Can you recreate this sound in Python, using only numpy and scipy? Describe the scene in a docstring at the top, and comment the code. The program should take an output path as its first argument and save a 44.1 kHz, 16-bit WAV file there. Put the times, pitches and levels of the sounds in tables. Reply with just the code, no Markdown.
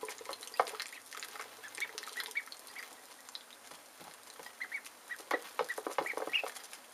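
"""Ducklings peep round a feeder in a plastic brooder tub indoors, heard from close up.
Each peep is a short arched whistle of the syrinx, driven by one push of air. Bills snap at the feed,
dabble in the hollow dish and knock on the tub; feet thud, scuff and crunch the bedding, and a metal
part rings faintly. The tub walls and the room throw it all back, over a low drone and a steady hiss."""
import sys
import numpy as np
from scipy import signal
from scipy.fft import rfft, irfft, next_fast_len
from scipy.io import wavfile

SR = 44100
rng = np.random.default_rng(int(sys.argv[2]) if len(sys.argv) > 2 else 0)


def wav_out(sig):
    """Save sig, one row per channel (or a flat mono array), as 16-bit PCM at SR to the path in sys.argv[1]."""
    wavfile.write(sys.argv[1], SR, np.round(np.clip(np.atleast_2d(sig).T, -1, 1) * 32767).astype(np.int16))


N = 305613
TIME = np.arange(N) / SR


def peeps(rise_share=.44, rounding=.407, jitter=.0035, shimmer=.266, flutter_hz=270, side_ratio=1.6):
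    """The syrinx whistles a near sine whose pitch and loudness arch with one push of air."""
    # one peep a row: top_s, length_s, top_hz, ends_hz, level_db, second_side_db (of the syrinx),
    # loudness_lag_s (behind the pitch), dip_db (at the top, negative thins it), rasp_db
    calls = [(0.574, .062, 2770, 1780, -56, -30, -0.01, 3, -18),
             (.950, 0.0654, 2670, 1600, -41, -11, 0.00035, -13.5, -8),
             (1.651, 0.055, 1750, 1454, -43.5, -30, -0.0035, -0.5, -16),
             (1.829, 0.052, 2296, 1503, -34.5, -14, -0.0045, -0.5, -17),
             (2.185, 0.068, 1985, 1512, -38.5, -29, -0.0015, 0.5, -14),
             (2.376, .058, 2275, 1574, -35.5, -20.5, -.001, 1.5, -30),
             (2.778, 0.058, 2302, 1480, -39, -17, 0.0016, -11.5, -10.5),
             (4.624, 0.05, 2088, 1492, -34.5, -30, -0.0019, 0, -30),
             (4.747, .076, 2260, 1616, -33.5, -32, 0.015, -2, -35),
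             (5.120, 0.0596, 1962, 1430, -39, -28, -0.0011, 0, -17.5),
             (5.343, .0386, 1959, 1564, -35, -31, 0.00028, 1.5, -16),
             (5.706, 0.0492, 1964, 1450, -36.5, -33.5, -0.0024, 2, -21),
             (6.086, .066, 2414, 1724, -29.5, -40, 0.0067, -14.5, -27),
             (6.339, .05, 2257, 1644, -41, -40, -0.0024, -2, -22),
             (6.355, .054, 2844, 2145, -26.5, -43, -0.0053, -2, -21),
             (6.375, 0.0297, 2610, 2414, -30.5, -44, 0.0051, -0.5, -29),
             (6.395, 0.032, 2660, 2380, -33, -42.5, -0.0026, 1, -27)]
    out = np.zeros(N)
    for top, length, top_hz, ends_hz, db, side_db, lag, dip_db, rasp_db in calls:
        rise, fall = rise_share * length, (1 - rise_share) * length
        t = np.arange(-rise, fall, 1 / SR)
        off_top = t / np.where(t < 0, rise, fall)
        # a blunt arch: slack is 0 at the top and 1 at both ends
        slack = (np.hypot(off_top, rounding) - rounding) / (np.hypot(1, rounding) - rounding)
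        hz = top_hz - slack * (top_hz - ends_hz)
        phase = 2 * np.pi * np.cumsum(hz * (1 + jitter * waver(len(t), 380))) / SR
        overtones = sum(amp(d) * np.sin(k * phase) for k, d in [(2, 0), (3, -11), (4, -19)])
        overtones *= amp(-21.5 - 27 * np.log2(top_hz / 2100))  # the higher the peep, the purer
        second_side = amp(side_db) * np.sin(side_ratio * phase)
        # slack membranes rasp; at a low pitch they also flap, chopping the ends of the note
        rasp = (amp(rasp_db) + amp(-7) * slack) * waver(len(t), 650)
        flap_depth = 1.1 * slack * np.clip((2000 - hz) / 400, 0, 1)
        flutter = flap_depth * np.sin(2 * np.pi * flutter_hz * t + waver(len(t), 160))
        upper = amp(.5) * (overtones + second_side) * (1 + .5 * waver(len(t), 325))
        tone = np.sin(phase) * (1 + rasp + flutter) + upper
        off_push = (t - lag) / np.where(t < lag, rise + lag, fall - lag)
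        arch_db = -14 * (1 - np.exp(-(off_push / .55) ** 2))
        thinning_db = dip_db * np.exp(-(slack / .197) ** 2)
        push = amp(db + arch_db + thinning_db) * signal.windows.tukey(len(t), .15)
        add(out, top - rise, np.sqrt(2) * push * (1 + shimmer * waver(len(t), 72)) * tone)
    return out


def knocks(note_t60_s=.045, crack_s=.0045, rattle_s=.0263, trim_db=(-.8, -1, -14)):
    """A bill or foot rings the damped plastic tub, with a crack of contact and a rattle of feed."""
    # blows on the tub: start_s, level_db, note_hz (of the spot struck), brightness_db
    hits = [(0.291, -43, 580, 2.5), (.306, -49.5, 480, -1.5), (.595, -30.5, 905, 1), (.597, -30.5, 630, .5),
            (1.395, -43.5, 1246, 9), (3.711, -53, 586, 3), (4.393, -52, 556, -0.5), (5.198, -55.5, 487, -3),
            (5.312, -34.5, 480.8, 8), (5.335, -37.5, 433, -5), (5.592, -33, 430, 5.5),
            (5.606, -43, 405, -9), (5.778, -43, 443, -3.5), (5.866, -39.5, 521, -2.5),
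            (5.896, -49, 533, -2), (5.911, -48, 550, 0.5), (5.983, -31.5, 415, 3), (6.011, -45, 410, -5.5),
            (6.048, -47.5, 403, 0.5), (6.132, -56.5, 560, -8.5), (6.172, -40, 408, -2),
            (6.201, -45.5, 502, -2.5), (6.219, -42.5, 462, -4.5), (6.272, -44.5, 397.3, -4),
            (6.435, -46, 568, -8), (6.464, -42.5, 588, 5.5)]
    # modes of the tub: pitch_hz, level_db, t60_s
    tub = [(410, 2.5, 0.041), (450, 4, 0.04), (521, -1, 0.049), (584, 1, 0.042), (703, -2, 0.029),
           (792, 3.5, 0.022), (890, -0.5, 0.029), (998, 3.5, 0.029), (1150, 10.5, .013), (1252, 3, 0.021),
           (1492, 0.5, 0.026), (1827.4, -2.5, 0.035), (2226, 5.5, 0.0212), (2850, 1.5, 0.0087)]
    # borders of the low, middle and high band: edge_hz
    edges = [255, 700, 1500, 5000]
    out, t = np.zeros(N), np.arange(SR // 5) / SR
    contact = amp(2) * np.exp(-t / crack_s) + amp(-8) * np.exp(-t / rattle_s)
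    for start, db, note_hz, brightness_db in hits:
        # the struck spot radiates little below its own note
        modes = [(hz, mode_db - 9 * max(np.log2(note_hz / hz), 0), t60) for hz, mode_db, t60 in tub]
        low_cut = signal.butter(2, .7 * note_hz, "high", fs=SR, output="sos")
        body = ring([*modes, (note_hz, 1, note_t60_s)], t, detune=.017, spread_db=1.5)
        blow = signal.sosfilt(low_cut, body + contact * rng.standard_normal(len(t)))
        bands_db = db + brightness_db * np.arange(-1, 2)  # a harder contact trades bass for treble
        add(out, start, balance_bands(blow, edges, bands_db + trim_db, span_s=.027))
    return out


def snaps(crack_s=.0005, crumble_s=.0035, faint_count=10, busy_until_s=2.6, trim_db=-.5):
    """A bill shuts on a crumb: a dry crack and a brief crumbling ring the hollow of the bill."""
    # clear snaps at the feed: start_s, ring_hz, low_db, mid_db, high_db
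    clear = [(0.0511, 9540, -73, -60.5, -49.0), (0.0842, 2230, -41.5, -64, -69),
             (0.1063, 6900, -55, -53.5, -48), (0.1192, 1960, -50, -53, -54.5),
             (0.1827, 6930, -68.5, -55, -49.5), (0.2548, 2120, -52, -53, -53),
             (0.3302, 4080, -52.5, -40.5, -48.5), (0.4294, 4170, -48.5, -40, -47),
             (0.4741, 6260, -62, -48.5, -45.5), (0.6687, 3910, -50.5, -43, -59),
             (0.6791, 10000, -47.5, -51, -46), (0.6932, 2560, -48.5, -53, -48),
             (0.7482, 1280, -44, -51, -60), (0.797, 4170, -42.5, -36.5, -52),
             (0.8026, 1830, -41, -50.5, -58), (0.8201, 1910, -45.5, -41.5, -44),
             (0.8576, 2360, -46.5, -50, -51.5), (0.8676, 7500, -62.5, -70, -47.5),
             (0.89, 2270, -56.0, -56.5, -56.0), (1.1143, 5090, -70, -55, -54),
             (1.1271, 1840, -47, -49.5, -52), (1.1481, 1230, -45.0, -56, -55),
             (1.169, 1265, -51.5, -50.5, -62.0), (1.1736, 1215, -44.5, -50, -50),
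             (1.1964, 7050, -57, -65.5, -45), (1.2268, 3620, -43.5, -41.5, -61),
             (1.2333, 1933, -46, -57, -55), (1.2461, 1540, -49.5, -50, -55),
             (1.2851, 11710, -54, -54, -51.5), (1.3566, 1220, -45.0, -55.5, -59),
             (1.4096, 1380, -45, -63.5, -62.5), (1.4124, 1596, -49, -58.5, -51),
             (1.4225, 2355, -50, -62, -53), (1.7491, 8500, -69.5, -52.5, -45.0),
             (1.7742, 7480, -55, -50, -49.5), (1.7802, 2316, -42, -54.5, -57),
             (1.8039, 1850, -48.5, -44.0, -42.5), (1.8931, 1860, -47, -62, -66),
             (1.9796, 4660, -47, -40, -43.5), (1.9851, 5350, -53, -43.5, -54),
             (2.0302, 1860, -45.0, -55.0, -51.5), (2.0368, 4090, -56, -45, -56),
             (2.0747, 1264, -43.5, -55.5, -61), (2.0937, 4050, -57.0, -46, -51),
             (2.1303, 8650, -61.5, -51.5, -50), (2.2012, 4080, -40, -35.5, -46.5),
             (2.2354, 11400, -49.0, -59.5, -45), (2.2601, 3960, -47.5, -41.5, -57.0),
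             (2.3117, 5800, -67.5, -50, -45), (2.4746, 1276, -48, -57.5, -64.5),
             (2.5219, 4300, -66.5, -42.5, -57.5), (2.5692, 9050, -63, -65.5, -54.5),
             (2.6836, 4380, -72.5, -52.5, -62.5), (2.8272, 1980, -47.5, -56, -53.0),
             (2.8315, 1920, -49, -67, -64), (3.2883, 7210, -52, -53, -48.5),
             (3.3522, 3820, -52.5, -38.5, -58.5), (3.4084, 3520, -61, -53, -70.0),
             (3.5053, 3620, -55.5, -53.5, -58.5), (3.528, 3840, -64.5, -50.5, -62),
             (4.1115, 1520, -57, -57.5, -67), (4.1381, 10060, -59, -59.0, -53.5),
             (4.3012, 4140, -59, -48.5, -52), (4.4304, 11910, -66.5, -64, -52.5),
             (4.8641, 2610, -49.5, -51, -57), (5.3096, 1150, -37.5, -53, -46),
             (6.4788, 10500, -52.5, -65.5, -51), (6.4954, 1725, -46, -51.5, -54),
             (6.7342, 10250, -52.5, -58.5, -50.5)]
    # broad resonances of a bill: frequency_hz, level_db
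    bill = [(900, 2), (1900, 4), (2900, -6.5), (4000, 6), (5200, -5.5), (9000, -3), (11000, -8.5),
            (14500, -18)]
    # borders of the low, middle and high band: edge_hz
    edges = [1100, 2800, 5200, 14500]
    out, t = np.zeros(N), np.arange(SR // 16) / SR
    envelope = np.exp(-t / crack_s) + amp(-11) * np.exp(-t / crumble_s)
    hz, db = np.transpose(bill)
    faint = [(rng.uniform(0, busy_until_s), rng.uniform(1500, 7500), *rng.normal(-60.5, 4.5, 3))
             for _ in range(faint_count)]
    for start, ring_hz, *bands_db in [*clear, *faint]:
        colour = np.transpose([hz, db + rng.normal(0, 3, len(hz))])
        crack = coloured(envelope * rng.standard_normal(len(t)), colour) * (t < .04)
        hollow = amp(9) * signal.lfilter(*signal.iirpeak(ring_hz, Q=9, fs=SR), crack)
        add(out, start, balance_bands(crack + hollow, edges, np.add(bands_db, trim_db), span_s=.011))
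    return out


def dabbling(strokes_per_s=18.1, stroke_spread_db=3.9, attack_s=.0017):
    """A dabbling bill pushes in quick even strokes; each sets the hollow dish humming briefly."""
    # bouts of dabbling: start_s, end_s, level_db, note_hz (lowest mode of the dish)
    bouts = [(0.03, .11, -46, 433.5), (0.209, .34, -48.5, 433.8), (.405, .58, -55, 442),
             (0.676, .75, -48, 430), (1.176, 1.47, -55.5, 424), (1.584, 1.61, -45.5, 441.2),
             (1.783, 2.3, -51, 409.7), (2.707, 2.74, -51.5, 407)]
    # modes of the feed dish: pitch_hz, level_db, t60_s
    dish = [(418.5, 3, 0.089), (454, 4, 0.0388), (861, -2, 0.046), (970, 0.5, 0.056)]
    out, t = np.zeros(N), np.arange(SR // 5) / SR
    onset = 1 - np.exp(-t / attack_s)
    for start, end, db, note_hz in bouts:
        modes = np.multiply(dish, [note_hz / dish[0][0], 1, 1])
        for stroke in np.arange(start, end, 1 / strokes_per_s):
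            push = amp(db - rng.normal(0, stroke_spread_db))
            add(out, stroke, push * onset * ring(modes, t, detune=.04, spread_db=2))
    return out


def pings(modes_hz=(1915, 4820), t60s_s=(.13, .04)):
    """Two thin metal modes ring on after a light touch."""
    # touches on a metal part: start_s, low_mode_db, high_mode_db
    touches = [(.540, -46.5, -36.5), (2.700, -52, -47), (2.791, -50, -42), (2.980, -53, -73.5),
               (3.188, -52, -72), (4.462, -43.5, -52), (6.294, -42, -70.5), (6.602, -55.5, -49)]
    out, t = np.zeros(N), np.arange(SR // 4) / SR
    for start, *levels_db in touches:
        for hz, t60, db in zip(modes_hz, t60s_s, levels_db):
            add(out, start, amp(db - 60 * t / t60) * np.sin(2 * np.pi * hz * t))
    return out


def scuffs():
    """A webbed foot drags a clump of crackles out of the bedding, or scrapes dully along the floor."""
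    # foot drags: start_s, length_s, level_db, tilt_db_per_octave
    drags = [(0.09, 0.041, -48, -3), (0.289, 0.0421, -54, -8), (0.672, 0.029, -51.5, 1),
             (1.34, 0.0314, -53, -5), (1.396, .03, -57.5, -7), (2.059, 0.0447, -53, -3.5),
             (2.16, .035, -49.5, -.5), (2.897, 0.028, -56, -3), (3.105, 0.026, -54.5, -2.5),
             (3.634, .05, -56, -2.5), (3.708, 0.0144, -49.5, -3), (3.73, 0.033, -55.5, -2.5),
             (3.994, 0.028, -57.5, -6), (4.038, 0.025, -55, -7.5), (4.068, 0.018, -50, -6.5),
             (4.263, 0.0196, -53.5, -1.5), (4.394, 0.02, -56, -9), (4.854, 0.0236, -49.5, 2.5),
             (5.184, 0.027, -52.5, -1), (5.771, 0.02, -48.5, 5), (5.9, .044, -49.5, 0.5),
             (6.03, 0.059, -56, 7), (6.445, 0.038, -58, -0.5), (6.547, 0.0313, -46, -1.5),
             (6.632, 0.0347, -49.5, 0), (6.724, 0.036, -50.5, -1.5)]
    # spectrum of a scuff before its tilt: frequency_hz, level_db
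    scuff_colour = [(200, -36), (700, -2.5), (2000, -2.5), (4000, -2.5), (6500, -1.5), (10500, -1),
                    (13000, -11), (16000, -36.5)]
    out = np.zeros(N)
    hz, colour_db = np.transpose(scuff_colour)
    for start, length, db, tilt in drags:
        size = round(length * SR)
        crackle = grains(size, per_s=900, spread_db=3.5, decay_s=.001)
        colour = np.transpose([hz, colour_db + tilt * np.log2(hz / hz[0])])
        add(out, start, amp(db) * coloured(crackle, colour) * signal.windows.tukey(size, .4))
    return out


def steps(attack_s=.00134, decay_s=.0254):
    """A duckling's weight lands on the tub floor as a dull thud."""
    # soft footfalls: start_s, level_db
    footfalls = [(.6, -52.5), (3.722, -60.5), (4, -52.5), (4.075, -58), (4.395, -61), (5.6, -53.5),
                 (5.989, -52), (6.175, -67.5), (6.275, -58.5)]
    # spectrum of the thud: frequency_hz, level_db
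    thud_colour = [(30, -29.5), (100, -10.5), (170, 0), (260, -0.5), (500, -3.5), (1200, -25),
                   (4000, -71.5)]
    out, t = np.zeros(N), np.arange(SR // 6) / SR
    envelope = (1 - np.exp(-t / attack_s)) * np.exp(-t / decay_s)
    for start, db in footfalls:
        add(out, start, amp(db) * envelope * coloured(rng.standard_normal(len(t)), thud_colour))
    return out


def bustle():
    """A bed of countless small sounds: bills dabble, feet tread and dry bedding crunches."""
    # how busy the flock is: time_s, tread_db, crunch_db
    activity = [(0, -55, -56.5), (.35, -59.5, -58), (.65, -58, -51), (1.03, -66, -57), (1.3, -55, -55),
                (1.5, -57.5, -61), (1.75, -55, -62), (2.25, -58, -54), (2.42, -62, -56.5),
                (2.8, -56.5, -58.5), (3.35, -64, -60), (4.05, -61.5, -65), (4.3, -58, -59.5),
                (4.9, -62.5, -63), (5.6, -57.5, -54.5), (6, -56, -58.5), (6.35, -54, -54.5),
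                (6.93, -60.5, -58)]
    # a duckling shoves through the others, swelling the low rustle: peak_s, length_s, level_db
    shoves = [(0.729, 0.162, -59), (1.317, 0.102, -65), (2.849, 0.075, -71), (3.75, 0.165, -61),
              (4.034, 0.22, -62), (4.461, 0.074, -54.5), (5.459, 0.089, -49)]
    # spectra of the three textures: frequency_hz, level_db
    dabble_colour = [(100, -30), (250, -11.5), (340, -6), (420, -0.5), (520, -0.5), (750, -1.5),
                     (1200, -6.5), (2500, -33)]
    tread_colour = [(300, -23), (800, 1.5), (1300, 3), (2000, 1), (3000, -1.5), (4200, -2), (7000, -11.5)]
    crunch_colour = [(1500, -38.5), (3500, 10), (6000, 8.5), (10500, 11.5), (13000, 6), (16000, -28)]
    times, *levels_db = np.transpose(activity)
    rustle_gain, crunch_gain = (amp(np.interp(TIME, times, db)) for db in levels_db)
    for peak, length, db in shoves:
        add(rustle_gain, peak - length / 2, amp(db) * np.hanning(round(length * SR)))
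    dabs = coloured(grains(N, per_s=90, spread_db=3.2, decay_s=.012), dabble_colour)
    treads = coloured(grains(N, per_s=400, spread_db=3.8, decay_s=.0038), tread_colour)
    crunches = coloured(grains(N, per_s=130, spread_db=4.8, decay_s=.0012), crunch_colour)
    return rustle_gain * (amp(-8.5) * dabs + amp(-2) * treads) + crunch_gain * amp(-4) * crunches


def hiss(level_db=-58):
    """A steady, soft hiss, fullest in the low mids."""
    # spectrum of the hiss: frequency_hz, level_db
    hiss_colour = [(15, -50), (25, -37), (43, -36.5), (99, -13), (161, -22), (255, 0), (342, -7), (500, -1),
                   (1470, -3), (2970, -13.5), (7030, -11.5), (7830, -8), (10500, -10.5), (14600, -20),
                   (15800, -58)]
    return amp(level_db) * coloured(rng.standard_normal(N), hiss_colour)


def drone(wobble=.015163):
    """A faint low tone wavers in the room."""
    # path of the tone: time_s, pitch_hz, level_db
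    path = [(0, 105.4, -86), (.8, 111.5, -90.5), (1.8, 112.7, -79), (2.0, 105, -101.5), (3.5, 90.7, -104),
            (3.8, 92.21, -91), (6.93, 92.38, -90.5)]
    times, *columns = np.transpose(path)
    hz, db = (np.interp(TIME, times, column) for column in columns)
    phase = 2 * np.pi * np.cumsum(hz * (1 + wobble * waver(N, 12))) / SR
    return amp(db) * np.sqrt(2) * np.sin(phase)


def brooder(x, walls_db, room_db, walls_decay_s=.0065, count=14):
    """Adds quick reflections off the tub walls, then the faint tail of the room."""
    # decay of the room: frequency_hz, t60_s
    room_t60 = [(200, 0.27), (600, 0.2), (2500, 0.21), (6000, 0.14747), (14000, 0.095)]
    t = np.arange(SR // 2) / SR
    walls = np.zeros(len(t))
    delays = rng.uniform(.001487, .022, count)
    walls[(delays * SR).astype(int)] = rng.choice([-1, 1], count) * np.exp(-delays / walls_decay_s)
    hz, age, spectra = signal.stft(rng.standard_normal(len(t)) * (t > .01), SR, nperseg=256)
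    fade = amp(-60 * age / curve_at(room_t60, hz)[:, None])
    tail = signal.istft(spectra * fade, SR, nperseg=256)[1][:len(t)]
    echoes = amp(walls_db) * walls / np.linalg.norm(walls) + amp(room_db) * tail / np.linalg.norm(tail)
    return x + signal.fftconvolve(x, echoes)[:N]


def amp(db):
    """Decibels to gain."""
    return 10 ** (np.asarray(db) / 20)


def unit(x):
    """Scales to rms 1."""
    return x / np.sqrt(np.mean(x ** 2) + 1e-20)


def curve_at(points, hz):
    """Reads a curve on a log-frequency axis."""
    points_hz, values = np.transpose(points)
    return np.interp(np.log(hz + 1), np.log(points_hz + 1), values)


def add(mix, start_s, sound):
    """Mixes a sound in at start_s."""
    part = mix[max(round(start_s * SR), 0):][:len(sound)]
    part += sound[:len(part)]


def coloured(x, colour):
    """Shapes x with an EQ curve, at rms 1."""
    size = next_fast_len(len(x))
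    gain = amp(curve_at(colour, np.fft.rfftfreq(size, 1 / SR)))
    return unit(irfft(rfft(x, size) * gain, size)[:len(x)])


def ring(modes, t, detune, spread_db):
    """Dying modes; each blow lands elsewhere and so weights them anew."""
    hz, db, t60 = np.transpose(modes)[:, :, None]
    shift, weight, side = rng.standard_normal((3, len(modes), 1))
    envelopes = np.sign(side) * amp(db + spread_db * weight - 60 * t / t60)
    return (envelopes * np.sin(2 * np.pi * hz * (1 + detune * shift) * t)).sum(0)


def balance_bands(blow, edges_hz, levels_db, span_s):
    """Sets the strength of a blow in each band, as rms over span_s."""
    out = 0
    for low, high, db in zip(edges_hz, edges_hz[1:], levels_db):
        band = signal.sosfilt(signal.butter(3, [low, high], "band", fs=SR, output="sos"), blow)
        out = out + amp(db) * band * np.sqrt(span_s * SR / np.sum(band ** 2))
    return out


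def grains(size, per_s, spread_db, decay_s):
    """Random tiny fractures of uneven strength, each a fast-dying puff of noise."""
    strength = amp(spread_db * np.minimum(rng.exponential(1, size), 4))
    strength *= rng.random(size) < per_s / SR
    power = signal.lfilter([1], [1, -np.exp(-2 / (decay_s * SR))], strength ** 2)
    return np.sqrt(power + 1e-6) * rng.standard_normal(size)


def waver(size, rate_hz):
    """Smooth random motion up to rate_hz, at rms 1."""
    smoothing = signal.butter(4, rate_hz, fs=SR, output="sos")
    return unit(signal.sosfilt(smoothing, rng.standard_normal(size + SR // 20))[-size:])


def scene():
    """The flock in its tub; raised heads peep clear of the walls that surround the feeding."""
    feeding = knocks() + snaps() + amp(.5) * (dabbling() + pings())
    floor = brooder(feeding + scuffs() + steps() + bustle(), walls_db=-5.5, room_db=-13.5)
    voices = brooder(amp(.1) * peeps(), walls_db=-8.5, room_db=-16)
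    return (voices + floor + hiss() + drone())[None]


def record(dry, notch_hz=7867, cutoff_hz=15500):
    """Master EQ: a narrow notch in the treble and a steep high cut."""
    notched = signal.lfilter(*signal.iirnotch(notch_hz, Q=14, fs=SR), dry)
    high_cut = signal.firwin(401, cutoff_hz, window=("kaiser", 8), fs=SR)
    return signal.oaconvolve(notched, high_cut[None], "same")


dry = scene()
out = record(dry)
wav_out(out)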